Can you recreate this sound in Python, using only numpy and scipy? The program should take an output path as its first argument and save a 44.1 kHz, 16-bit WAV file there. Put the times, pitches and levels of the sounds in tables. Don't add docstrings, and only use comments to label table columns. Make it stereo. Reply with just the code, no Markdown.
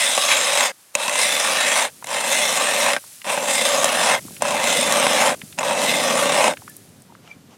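import sys
import numpy as np
from scipy import signal
from scipy.fft import rfft, irfft, next_fast_len
from scipy.io import wavfile
from scipy.ndimage import uniform_filter1d

SR = 44100
rng = np.random.default_rng(int(sys.argv[2]) if len(sys.argv) > 2 else 0)


def unload_audio(sound):
    columns = np.transpose(np.atleast_2d(sound))
    steps = np.round(np.clip(columns, -1, 1) * 32767)
    wavfile.write(sys.argv[1], SR, steps.astype(np.int16))


N = 333837
TIME = np.arange(N) / SR

# start in seconds, end in seconds, force in dB, time to bite in in seconds, change in level at the
# stop in dB, trickling shavings in dB (before they settle), shuffling boots in dB (before they settle).
CRANK_TURNS = [(-.33, 0.715, 0.84, .02, -17.5, -53.5, -71), (0.948, 1.9, 0.7, 0.026, -31, -48, -53.5),
               (2.065, 2.985, 0.47, 0.038, -21, -43, -62), (3.25, 4.192, 0.56, 0.0094, -18.5, -41.5, -44.5),
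               (4.41, 5.347, 0.1, 0.0086, -16.5, -45, -49.5), (5.579, 6.537, -1, 0.011, -18.5, -48, -48.5)]
# place in the turn from 0 to 1, cutting in dB, deep grinding in dB next to the cutting,
# fine hiss in dB next to the cutting.
STROKE_PRESSURE = [(0, -30.5, -1, -7), (.07, -25.5, -4.5, -2), (.18, -27.5, -1, -2.5), (.28, -24, -3, 2.5),
                   (.35, -24, -3.5, 1.2), (.47, -23.5, -4, -0.7), (.56, -22.5, -3.8, -1),
                   (.71, -21.5, -5.5, -4), (.88, -21, -6.5, -2), (1, -23, -3, -1.5)]
BITE_IN_DB = -9.5
STOP_S, STOP_BITE_DB = 0.075, 8.5
# middle in seconds, change in the ring of the steel in dB, half length in seconds.
ICE_PATCHES = [(0.008, 4.5, .04), (.21, -3, 0.023), (0.323, 8, 0.032), (0.623, 1.5, 0.046),
               (1.07, -4, 0.032), (1.197, 2, 0.051), (2.93, -4, 0.04), (3.3, 4.5, 0.044), (3.44, -6, 0.12),
               (3.803, -3.5, 0.031), (4.437, -0.5, 0.02), (5.026, 3, 0.029), (5.625, -8, .025)]
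PATCH_DEEP_SHARE, PATCH_HISS_SHARE = 0.27, 0.23
DEEP_DB_PER_S, MIDDLE_DB_PER_S, HISS_DB_PER_S = 1.64, 0.94, -0.08
HALFWAY_S = 3.3
MIDDLE_DB, MIDDLE_FOLLOWS = -6, 0.48
# lift below 350 Hz, in dB at the start and in dB at the end.
HOLE_BOOM_DB = (-9.5, 1)

# frequency in Hz, level in dB.
CRACK_COLOUR = [(30, -48), (70, -48), (150, -12.5), (240, -4.5), (370, -14), (520, -2), (800, 0),
                (1350, -4.5), (2400, -3), (3900, -5.5), (4400, -12.5), (8700, -10), (12000, -22.5),
                (16000, -31.5)]
# frequency in Hz, width in Hz, lift in dB.
STEADY_RINGS = [(165, 50, 3), (247, 40, 2.5), (535, 50, 4), (580, 42, 8), (1560, 55, 4), (1860, 100, 2.5),
                (2090, 110, 2.5), (2640, 130, 4.5), (3270, 120, 2), (3600, 250, 2), (4050, 120, 3),
                (5180, 130, 5), (6080, 300, 3), (7500, 200, 2.5), (8260, 200, 1.5), (8855, 50, 3),
                (9170, 160, 5), (10200, 250, 2.5)]
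# frequency in Hz, width in Hz, lift in dB, place in the turn from 0 to 1, spread in turns.
TURNING_RINGS = [(975, 210, 8.5, 0.11, 0.18), (910, 450, 7.5, 0.9, .1), (1154, 74, 12, 0.58, 0.19),
                 (1130, 260, -3.5, 0.4, 0.069), (2064, 115, 11, 0.33, 0.16), (3510, 86, 9, 0.4, 0.14),
                 (1800, 51, 5.5, 0.82, 0.36), (2630, 140, 5.5, 0.14, 0.18), (1580, 74, 11, 1, 0.05),
                 (2116, 230, 7.5, 0.99, 0.15)]

# frequency in Hz, level in dB.
TRICKLE_COLOUR = [(290, -57), (500, -31), (586, -8), (1020, -25.5), (1190, -14), (1620, -10), (2610, -8),
                  (10500, 1), (16000, -12.5)]
TRICKLE_HOLD_S = 0.17
TRICKLE_DB_PER_S, SHUFFLE_DB_PER_S = -42, -4
# frequency in Hz, level in dB.
BOOT_COLOUR = [(15, -51.5), (25, -40), (102, 0.5), (168, 2.5), (284, -2), (325, -7), (395, -8), (775, -15),
               (900, -30), (1170, -51), (1980, -120)]
# frequency in Hz, level in dB.
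AIR_COLOUR = [(15, -18), (25, -29.5), (87, -26.5), (166, -13), (354, -10), (714, -11), (911, -9),
              (9070, -17.5), (14800, -22), (16000, -43.5)]
AIR_DB = -56.5

# start in seconds, level in dB of the burst before the
# auger colours it, thud (everything below 1400 Hz) in dB, snap (above 4400 Hz) in dB.
ICE_CHIPS = [(0.176, -5.5, 7, 5), (.952, -8, 6, 12), (1.080, -6.5, 3, 4), (1.095, -5, -6, 2),
             (2.043, -24, 9.5, 13.5), (2.07, -19.5, -12, 10), (2.933, -2.5, -3, -1), (2.964, -6, 0.5, -4),
             (3.244, -17.5, -3, 1), (3.265, -16, 9, -12), (3.375, -12, 10, -8), (3.843, -11, 12.5, 20.5),
             (4.421, -14.5, 15, 17), (4.923, -8, 3, 13.5), (5.066, -0.5, 7, -2), (5.587, -8, 7, 4),
             (5.630, -10, 10, -2), (6.535, -16.5, 4, -2)]
CHIP_DECAY_S = 0.003
# start in seconds, level in dB.
BLADE_CLANKS = [(.952, -7.5), (5.593, -13.5)]
# frequency in Hz, level in dB, time to fall by 60 dB in seconds.
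BLADE_MODES = [(2590, 0, 0.01), (6870, 0.5, 0.013), (9200, -22, .025)]
# start in seconds, peak in dB, pitch in Hz.
LIGHT_KNOCKS = [(2.025, -26, 1000), (3.04, -34.5, 874), (3.122, -41, 2200), (3.217, -26.5, 2100),
                (4.251, -29, 229), (4.282, -35, 910), (4.308, -32.5, 287), (4.366, -25, 2290),
                (5.416, -23, 1990), (5.434, -30.5, 178), (5.526, -31, 2400), (6.571, -25, 2060),
                (6.619, -35, 765), (6.678, -27.5, 1250), (6.697, -30, 10600), (6.766, -27.5, 11300),
                (7.02, -34.5, 9000), (7.122, -37, 695), (7.151, -32.5, 1110), (7.276, -34.5, 1580)]
# middle in seconds, pitch in Hz, level in dB, fading time on either side in seconds.
CRANK_SQUEAKS = [(6.704, 1750, -46, 0.012), (7.101, 935, -44, 0.0064), (7.315, 2353, -31.5, 0.0092)]
# middle in seconds, level in dB, half length in seconds.
SLEEVE_BRUSHES = [(7.286, -51, 0.049), (7.53, -52, 0.027)]
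# frequency in Hz, level in dB.
CLOTH_COLOUR = [(100, -24), (700, 8), (1800, -4), (3000, 1), (4200, -11), (6000, -4.5), (16000, -30)]

# dB at the start, dB at the end.
HEAP_SCATTER_DB = (-63, -6.5)
SCATTER_HZ, SCATTER_WIDTH_HZ, SCATTER_LAG_S = 1280, 1330, .0012
CUTOFF_HZ = 16000


def from_db(db):
    return 10 ** (np.asarray(db) / 20)


def rms_one(x):
    return x / np.sqrt(np.mean(x ** 2) + 1e-20)


def in_time(rows):
    s, *columns = np.transpose(rows)
    return [np.interp(TIME, s, column) for column in columns]


def drift(rate_hz):
    r = np.exp(-40 * np.pi * rate_hz / SR)
    noise = rng.standard_normal(N // 20 + 2002)
    slow = signal.lfilter([1], [1, -2 * r, r * r], noise)[2000:]
    return np.interp(np.arange(N) / 20, np.arange(len(slow)), rms_one(slow))


def colour(x, points):
    size = 2 * next_fast_len(N // 2 + SR // 10)
    hz, db = np.transpose(points)
    grid_hz = np.maximum(np.arange(size // 2 + 1) * SR / size, 1)
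    gain = from_db(np.interp(np.log(grid_hz), np.log(hz), db))
    cepstrum = irfft(np.log(gain))
    cepstrum[1:size // 2] *= 2
    cepstrum[size // 2 + 1:] = 0
    response = np.exp(rfft(cepstrum))
    return irfft(rfft(x, size) * response)[:N]


def resonance(x, hz, width_hz):
    r = np.exp(-np.pi * width_hz / SR)
    top = np.array([1, 0, -1]) * (1 - r * r) / 2
    bottom = [1, -2 * r * np.cos(2 * np.pi * hz / SR), r * r]
    return signal.lfilter(top, bottom, x + 1e-18)


def lift(x, hz, width_hz, lift_db):
    return x + (from_db(lift_db) - 1) * resonance(x, hz, width_hz)


def split(x, hz):
    sections = [signal.butter(2, hz, kind, fs=SR, output="sos") for kind in ("low", "high")]
    return [signal.sosfilt(np.vstack([s, s]), x) for s in sections]


def registers(x):
    low, high = split(x, 1400)
    deep, middle = split(sum(split(low, 4400)), 750)
    steel, hiss = split(sum(split(high, 750)), 4400)
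    return deep, middle, steel, hiss


def grains(per_s, spread_db):
    sizes = from_db(spread_db * np.minimum(rng.exponential(1, N), 5))
    signs = rng.choice([-1, 1], N)
    happens = rng.random(N) < per_s / SR
    return rms_one(sizes * signs * happens)


def place_at(out, s, sound):
    at = round(s * SR)
    out[at:at + len(sound)] += sound


def this_turn():
    rows = np.array(CRANK_TURNS)
    latest = np.searchsorted(rows[1:, 0] - .01, TIME)
    start, end, *rest = rows[latest].T
    return np.clip((TIME - start) / (end - start), 0, 1), start, end, *rest


def pressure():
    place, start, end, force_db, bite_in_s, stop_db, _, _ = this_turn()
    places, *columns = np.transpose(STROKE_PRESSURE)
    cut_db, bite_db, shave_db = [np.interp(place, places, column) for column in columns]

    moving = np.clip(np.minimum(TIME - start, end - TIME) / 0.007 + 1, 0, 1)
    biting_in = np.exp(-np.maximum(TIME - start, 0) / bite_in_s)
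    stopping = np.clip(1 - (end - TIME) / STOP_S, 0, 1) ** 2
    cut_db = cut_db + force_db + BITE_IN_DB * biting_in + stop_db * stopping
    bite_db = bite_db + STOP_BITE_DB * stopping

    hard_db = sum(db * np.exp(-((TIME - s) / length_s) ** 2) for s, db, length_s in ICE_PATCHES)
    hard_deep_db = PATCH_DEEP_SHARE * hard_db
    deepening_s = TIME - HALFWAY_S
    deep_db = bite_db + DEEP_DB_PER_S * deepening_s + hard_deep_db
    middle_db = MIDDLE_DB + MIDDLE_FOLLOWS * bite_db + MIDDLE_DB_PER_S * deepening_s + hard_deep_db
    steel_db = hard_db - 2.75
    hiss_db = shave_db - .66 + HISS_DB_PER_S * deepening_s + PATCH_HISS_SHARE * hard_db
    return moving, cut_db + np.array([deep_db, middle_db, steel_db, hiss_db])


def slips(per_s, jitter, decay_s, spread_db):
    timing, size = rng.standard_normal((4000, 2)).T
    at = (np.cumsum(np.exp(jitter * timing)) / per_s * SR).astype(int)
    inside = at < N
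    kicks = np.zeros(N)
    kicks[at[inside]] = from_db(spread_db * np.clip(size[inside], -2, 2))
    flurry = signal.lfilter([1], [1, -np.exp(-1 / (decay_s * SR))], kicks)
    return flurry / (uniform_filter1d(flurry, size=SR // 25) + 1e-3)


def sticking(depth_db, length_s):
    times = np.array(ICE_CHIPS)[:, 0]
    upcoming = np.minimum(np.searchsorted(times, TIME), len(times) - 1)
    wait_s = times[upcoming] - TIME
    stalled = ((wait_s > 0) & (wait_s < length_s)).astype(float)
    return from_db(depth_db * uniform_filter1d(stalled, size=SR // 300))


def auger(cracks):
    angle = this_turn()[0]
    x = colour(cracks, CRACK_COLOUR)
    for hz, width_hz, lift_db in STEADY_RINGS:
        x = lift(x, hz, width_hz, lift_db)
    for hz, width_hz, lift_db, place, spread in TURNING_RINGS:
        facing = np.exp(-((angle - place) / spread) ** 2)
        x = lift(x, hz, width_hz, lift_db * facing)
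    return x


def glints(x, count, width_hz, swell_db, rate_hz):
    for hz in np.linspace(1400, 13000, count) * from_db(.15 * rng.standard_normal(count)):
        lift_db = swell_db * np.clip(drift(rate_hz), -2, 1.7)
        x = lift(x, hz, width_hz * np.sqrt(hz / 2000), lift_db)
    return x


def grinding():
    moving, levels_db = pressure()
    flurry = slips(per_s=170, jitter=.6, decay_s=0.0033, spread_db=4.0)
    cracks = grains(per_s=9000, spread_db=1.0) * (1 + 0.32 * flurry)
    glinting = glints(auger(cracks), count=50, width_hz=75, swell_db=3.8, rate_hz=7)
    boom, rest = split(glinting, 350)
    ringing = rest + boom * from_db(np.linspace(*HOLE_BOOM_DB, N))
    sound = 0
    for level_db, part in zip(levels_db, registers(ringing)):
        sound = sound + from_db(level_db) * part / part[moving > .5].std()
    uneven_ice = from_db(0.36 * drift(27))
    return moving * sticking(depth_db=-8.5, length_s=0.0029) * uneven_ice * sound


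def shavings():
    _, _, end, _, _, _, trickle_db, _ = this_turn()
    settling_s = np.maximum(np.maximum(TIME - end, 0) - TRICKLE_HOLD_S, 0)
    level_db = trickle_db + TRICKLE_DB_PER_S * settling_s
    return from_db(level_db) * rms_one(colour(grains(per_s=8000, spread_db=2.5), TRICKLE_COLOUR))


def boots():
    end = this_turn()[2]
    shuffle_db, = in_time([(turn[1] + .15, turn[-1]) for turn in CRANK_TURNS])
    level_db = shuffle_db + SHUFFLE_DB_PER_S * np.maximum(TIME - end, 0)
    rubbing = rng.standard_normal(N) * from_db(1.05 * drift(52))
    return from_db(level_db) * rms_one(colour(rubbing, BOOT_COLOUR))


def open_air(level_db):
    return from_db(level_db) * rms_one(colour(rng.standard_normal(N), AIR_COLOUR))


def chips():
    bursts, age = np.zeros(N), TIME[:SR // 20]
    for s, level_db, _, _ in ICE_CHIPS:
        place_at(bursts, s, from_db(level_db) * np.exp(-age / CHIP_DECAY_S))
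    deep, middle, steel, hiss = registers(auger(bursts * rng.choice([-1, 1], N)))
    held = [(s + after, thud, snap) for s, _, thud, snap in ICE_CHIPS for after in (0, .004)]
    thud_db, snap_db = in_time(held)
    return steel + from_db(thud_db) * (deep + middle) + from_db(snap_db) * hiss


def clanks():
    out, age = np.zeros(N), TIME[:SR // 20]
    ring = sum(from_db(db - 60 * age / t60) * np.sin(2 * np.pi * hz * age) for hz, db, t60 in BLADE_MODES)
    for s, level_db in BLADE_CLANKS:
        place_at(out, s, from_db(level_db) * ring)
    _, without_bass = split(out, 920)
    return without_bass


def knocks(decay_s, width_share):
    out, age = np.zeros(N), TIME[:SR // 20]
    for s, peak_db, hz in LIGHT_KNOCKS:
        contact = rng.choice([-1, 1], len(age)) * np.exp(-age / decay_s)
        width_hz = hz * width_share
        knock = resonance(resonance(contact, hz, width_hz), hz, width_hz)
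        place_at(out, s, from_db(peak_db) * knock / np.abs(knock).max())
    return out


def squeaks():
    out = 0
    wavering_time = np.cumsum(1 + 0.0084 * drift(120)) / SR
    tremble = from_db(3.3 * drift(150))
    for s, hz, level_db, length_s in CRANK_SQUEAKS:
        phase = 2 * np.pi * hz * wavering_time
        swell = np.exp(-np.minimum(np.abs(TIME - s) / length_s, 20))
        tone = np.sin(phase) + from_db(-24) * np.sin(2 * phase)
        out = out + from_db(level_db) * swell * tone
    return out * tremble


def sleeves():
    brushing = sum(from_db(db) / (1 + ((TIME - s) / length_s) ** 4) for s, db, length_s in SLEEVE_BRUSHES)
    return brushing * rms_one(colour(rng.standard_normal(N), CLOTH_COLOUR))


def scene():
    mid = grinding() + shavings() + boots() + open_air(AIR_DB) + chips() + clanks()
    mid = mid + knocks(decay_s=0.0027, width_share=0.83) + squeaks() + sleeves()
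    glancing = resonance(resonance(mid, SCATTER_HZ, SCATTER_WIDTH_HZ), SCATTER_HZ, SCATTER_WIDTH_HZ)
    late = np.interp(TIME - SCATTER_LAG_S, TIME, glancing, left=0)
    scatter = from_db(np.linspace(*HEAP_SCATTER_DB, N)) * late
    side = scatter + open_air(-76)
    return np.array([mid + side, mid - side])


def record(dry):
    rounded = dry / (1 + (dry / .92) ** 6) ** (1 / 6)
    return signal.sosfilt(signal.ellip(12, .1, 80, CUTOFF_HZ, fs=SR, output="sos"), rounded)


dry = scene()
out = record(dry)
unload_audio(out)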